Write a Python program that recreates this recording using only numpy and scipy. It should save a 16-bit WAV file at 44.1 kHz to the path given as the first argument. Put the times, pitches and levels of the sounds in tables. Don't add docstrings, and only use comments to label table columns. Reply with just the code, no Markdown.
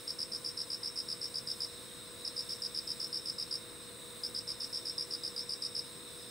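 import sys
import numpy as np
from scipy import signal
from scipy.fft import rfft, irfft
from scipy.io import wavfile
from scipy.ndimage import uniform_filter1d

SR = 44100
rng = np.random.default_rng(int(sys.argv[2]) if len(sys.argv) > 2 else 0)


def file_out(sig):
    cols = np.atleast_2d(sig).T
    lim = np.clip(cols, -1, 1)
    pcm = np.round(lim * 32767).astype(np.int16)
    wavfile.write(sys.argv[1], SR, pcm)


def voltage_ratio(level):
    return 10 ** (np.asarray(level, float) / 20)


N = 277830
T = np.arange(N) / SR


def level(x, db):
    return x * voltage_ratio(db) / np.sqrt(np.mean(x ** 2))


def curve(rows):
    return np.interp(T, *np.transpose(rows))


def walk(rate):
    k = int(SR / rate)
    steps = np.repeat(rng.standard_normal(N // k + 1), k)
    smooth = uniform_filter1d(uniform_filter1d(steps, k), k)
    return level(smooth[:N], 0)


def shaped(x, points):
    hz, db = np.transpose(points)
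    log_hz = np.log(np.fft.rfftfreq(N, 1 / SR) + 1)
    return irfft(rfft(x) * voltage_ratio(np.interp(log_hz, np.log(hz), db)), N)


def coloured(points):
    return shaped(rng.standard_normal(N), points)


def stereo(mid, side):
    return np.array([mid + side, mid - side])


def panned(pan_db):
    return np.array([[pan_db], [-pan_db]]) / 2


def diffuse(x, t60):
    tail = rng.standard_normal(SR // 4) * np.exp(-np.log(1000) * T[:SR // 4] / t60)
    tail /= np.sqrt(np.sum(tail ** 2))
    return irfft(rfft(x) * rfft(tail, N), N)


def chorus(count, hz, spread_hz, jitter_hz, fall_hz, rate, duty, swell_db, t60, dry_db, side_db):
    heard, sung = 0, 0
    for place, (tempo, offset) in zip(np.linspace(-1, 1, count), rng.random((count, 2))):
        vigour = walk(6)
        strokes_per_s = rate * (.8 + .4 * tempo) * (1 + .06 * vigour)
        strokes = offset + np.cumsum(strokes_per_s) / SR
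        detune, size, phase = rng.standard_normal((N // 100, 3))[strokes.astype(int)].T
        along = np.minimum(strokes % 1 / duty, 1)
        pitch = hz + spread_hz * place + jitter_hz * detune + fall_hz * (.5 - along)
        strength = np.sin(np.pi * along) * voltage_ratio(swell_db * vigour + 1.0 * size)
        song = strength * np.sin(2 * np.pi * np.cumsum(pitch) / SR + np.pi * phase)
        heard = heard + diffuse(song, t60) + voltage_ratio(dry_db) * song
        sung = sung + song
    return stereo(level(heard, 0), level(diffuse(sung, t60), side_db))


# time in seconds, level in dB.
TRILL_LEVEL = [
    (0.0, -58.5),
    (1.45, -57.5),
    (1.7, -55.5),
    (2.1, -55),
    (2.25, -53),
    (2.4, -56),
    (5.6, -56),
    (6.1, -54.5),
    (6.3, -57),
]
# time in seconds, number of swells counted so far.
TRILL_SWELLS = [(0.12, 0), (0.87, 3), (1.75, 7), (2.75, 11), (4.1, 17), (5.65, 24), (6.3, 27)]


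def far_trill():
    song = chorus(count=5, hz=3852, spread_hz=190, jitter_hz=94.96, fall_hz=279.5, rate=44, duty=.75,
                  swell_db=1.0, t60=0.37, dry_db=-6, side_db=-8)
    throb_db = 1 * np.cos(2 * np.pi * curve(TRILL_SWELLS))
    return song * voltage_ratio(curve(TRILL_LEVEL) + throb_db)


# first chirp in seconds, last chirp in seconds, level in dB.
SECOND_CHIRPER_RUNS = [
    (0.0, 3.828, -61),
    (4.59, 6.33, -58.5),
]


def second_chirper():
    chirp_gap_s, dip_db, rest_db = .116, -8.5, -74.5
    song = chorus(count=2, hz=5320, spread_hz=98, jitter_hz=80.5, fall_hz=550, rate=130, duty=0.82,
                  swell_db=2.5, t60=0.11, dry_db=0, side_db=-6.5)
    gain = voltage_ratio(rest_db)
    for first, last, db in SECOND_CHIRPER_RUNS:
        dip = np.sin(np.pi * (T - first) / chirp_gap_s) ** 2
        singing = abs(T - (first + last) / 2) < (last - first + chirp_gap_s) / 2
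        gain = gain + voltage_ratio(db + dip_db * dip) * singing
    return song * gain


def shimmer():
    song = chorus(count=4, hz=8417, spread_hz=130, jitter_hz=260.2, fall_hz=453, rate=110, duty=.65,
                  swell_db=0.0, t60=0.27, dry_db=-10.5, side_db=-15.5)
    return song * voltage_ratio(-54.5)


# pitch in Hz, level in dB.
MOTOR_TONES = [(121, -74), (334.8, -67), (400.5, -74), (482.3, -59.5), (526.2, -67.5), (632.5, -73.5),
               (669.4, -75), (1035.3, -78)]
# pitch in Hz, strength in dB per Hz.
LAMP_SIZZLE = [(12500, -16), (14400, -10), (14750, -15), (15150, -31), (15380, 0), (15800, -23)]


def machinery(wander_hz=0.647, flicker_db=1.0):
    hum = 0
    for hz, db in MOTOR_TONES:
        strength = np.sqrt(2) * voltage_ratio(db + flicker_db * walk(6))
        hum = hum + strength * np.sin(2 * np.pi * np.cumsum(hz + wander_hz * walk(5)) / SR)
    gate = np.exp(-(T * 188.3 % 1) / .35)
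    sizzle_mid = level(gate * coloured(LAMP_SIZZLE) * voltage_ratio(0.99 * walk(14)), -74)
    sizzle_side = level(gate * coloured(LAMP_SIZZLE), -70)
    return stereo(hum, voltage_ratio(-23.0) * hum) + stereo(sizzle_mid, sizzle_side)


# pitch in Hz, strength in dB per Hz.
RUMBLE_MID = [(12, -42), (20, -20), (129, -6.5), (275, -8), (332, -9), (361, -12.5), (393, -7.5),
              (427, -10.5), (474, -10), (538, -12), (573, -18), (649, -14), (784, -21), (1010, -13),
              (3000, -20), (3900, -66), (6600, -120)]
# pitch in Hz, strength in dB per Hz.
RUMBLE_SIDE = [(12, -38), (20, -6), (121, 2.5), (237, 2.5), (474, -5), (573, -11.5), (784, -15.5),
               (988, -8.5), (1190, -6.5), (3000, -11.5), (3900, -46), (6600, -120)]
# pitch in Hz, strength in dB per Hz.
RUSTLE = [(2400, -87), (3100, 0.5), (4400, 1.5), (5500, 1), (6100, -6.5), (7200, -1), (9500, -0.5),
          (10100, 0), (10450, 5), (10900, 0), (11400, -4.5), (13000, -6.5), (14500, -4.5), (15700, 1.5)]


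def air():
    rumble = stereo(level(coloured(RUMBLE_MID), -55.5), level(coloured(RUMBLE_SIDE), -60.5))
    rustle_mid = level(coloured(RUSTLE), -54.5) * voltage_ratio(0.8 * walk(12))
    rustle_side = level(coloured(RUSTLE), -62.0)
    return rumble + stereo(rustle_mid, rustle_side)


# time of the last wing stroke in seconds,
# share of the toothed file skipped by the first stroke, share skipped by the second.
FIRST_PHRASE = [(0.1009, 0, 0), (0.2257, 0, 0), (0.3571, 0, 0), (0.4842, 0, 0), (0.6119, 0, 0),
                (0.7402, .4, 0), (0.8698, .3, .25), (0.9979, 0, 0), (1.1229, 0, 0), (1.2515, .25, 0),
                (1.3801, .4, 0), (1.5107, .3, .35), (1.6425, .4, 0)]
SECOND_PHRASE = [(2.2732, 0, 0), (2.4017, 0, 0), (2.5293, 0, 0), (2.6589, .3, 0), (2.7845, 0, 0),
                 (2.9127, 0, 0), (3.0385, .1, 0), (3.1664, .25, 0), (3.295, .1, 0), (3.4219, 0, 0),
                 (3.5496, .35, .4)]
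THIRD_PHRASE = [(4.2586, .5, 0), (4.3848, .3, .5), (4.5134, 0, 0), (4.641, 0, 0), (4.7679, 0, 0),
                (4.8922, 0, 0), (5.0193, .25, 0), (5.1464, 0, 0), (5.273, .5, 0), (5.4018, .4, 0),
                (5.5307, .4, .35), (5.6595, .35, 0), (5.7883, .35, .5)]


def wing_strokes():
    full_count, full_db, rise_db, slip_late_s = 4, -28.5, 0.74, .012
    rows = []
    for phrase in (FIRST_PHRASE, SECOND_PHRASE, THIRD_PHRASE):
        for k, (last, *slips) in enumerate(phrase):
            count = full_count if k else 3
            gap_s = .0131 if k < 2 else .01337
            skips = (slips + [0, 0])[:count]
            for n, skip in enumerate(skips, 1):
                start = last - (count - n) * gap_s + slip_late_s * skip ** 2
                rows.append((start, skip, full_db - rise_db * (full_count - n)))
    return rows


# share of the stroke done, pitch in Hz, level in dB,
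# overtone level in dB, level thrown at the far walls in dB.
WING_STROKE = [
    (0, 5325, -5, -21, 10.5),
    (.25, 5428, -8.5, -26, -7),
    (.5, 5330, -3, -16, -2),
    (.7, 4986, 0.5, -18.5, -12.5),
    (.86, 4827, -3, -18.5, -3),
    (1, 4450, -22, -25, -32),
]
# delay in milliseconds, level in dB, left minus right in dB.
REFLECTIONS = [(1.93, -15.5, 11.5), (4.963, -6, -2.5), (8.0, -17, 4), (10.5, -12.5, 0), (15.87, -16, 1),
               (18.5, -35, -11), (22.2, -15, 4), (26.3, -44, -12), (30.74, -17, 0), (36, -32, -7),
               (51.4, -31, -6)]


def near_cricket(stroke_ms=9.0, lead_ms=.4, overtone_echo_db=-8, tail_db=-18):
    voice = np.zeros((3, N))
    strokes = wing_strokes()
    share, hz, *strengths = np.transpose(WING_STROKE)
    quirks = rng.standard_normal((len(strokes), 4))
    for (start, skip, stroke_db), (detune, phase, bend, size) in zip(strokes, quirks):
        along = np.linspace(0, 1, int(stroke_ms * (1 - 0.42 * skip) * SR / 1000))
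        tooth = skip + (1 - skip) * along ** np.exp(.22 * bend)
        pitch = np.interp(tooth, share, hz) * (1 + 0.0061 * detune)
        turn = 2 * np.pi * np.cumsum(pitch) / SR + np.pi * phase
        gain = voltage_ratio(stroke_db - .6 + 0.63 * size) * np.sin(np.pi * along) ** .4
        i = int((start - (lead_ms + 1.5 * skip) / 1000) * SR)
        for row, db, multiple in zip(voice, strengths, (1, 2, 1)):
            row[i:i + len(along)] += gain * voltage_ratio(np.interp(tooth, share, db)) * np.sin(multiple * turn)
    tone, octave, thrown = voice * voltage_ratio(1.13 * walk(300))

    out = np.array([tone + octave] * 2)
    for ms, echo_db, pan_db in REFLECTIONS:
        echo = (tone if ms < 6.5 else thrown) + voltage_ratio(overtone_echo_db) * octave
        out += np.roll(echo, int(ms * SR / 1000)) * voltage_ratio(echo_db + panned(pan_db))
    late = np.roll(thrown + 0.35 * tone, int(.004 * SR))
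    tail = stereo(diffuse(late, t60=0.43), voltage_ratio(-6.5) * diffuse(late, t60=0.31))
    return voltage_ratio(0.5) * (out + voltage_ratio(tail_db) * tail)


# time in seconds, pitch in Hz, level in dB, left minus right in dB.
LAMP_TICKS = [
    (1.3856, 6300, -41, 8),
    (1.6168, 7300, -50, 2),
]


def lamp_ticks(half_ms=0.62):
    out = 0
    for start, hz, db, pan_db in LAMP_TICKS:
        since = T - start
        ring = np.exp(-(since * 1000 / half_ms) ** 2) * np.cos(2 * np.pi * hz * since)
        out = out + voltage_ratio(db + panned(pan_db)) * ring
    return out


def scene():
    far = far_trill() + second_chirper() + shimmer()
    background = machinery() + air()
    return far + background + near_cricket() + lamp_ticks()


# pitch in Hz, level of the left-right difference in dB.
STEREO_WIDTH = [(20, 0), (5650, 0), (5800, -24), (8050, -24), (8200, 0), (8850, 0), (9050, -14),
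                (10050, -11), (10250, 0), (11200, 0), (11500, -3), (16000, 0)]


def narrowed(dry, top_hz=15740):
    left, right = irfft(rfft(dry) * (np.fft.rfftfreq(N, 1 / SR) < top_hz), N)
    mid = (left + right) / 2
    side = (left - right) / 2 - 0.0072 * mid
    return stereo(mid, shaped(side, STEREO_WIDTH))


def band_limit(x):
    return signal.sosfilt(signal.butter(12, 17090, fs=SR, output="sos"), x)


def record(dry):
    mix = narrowed(dry)
    return band_limit(mix)


dry = scene()
out = record(dry)
file_out(out)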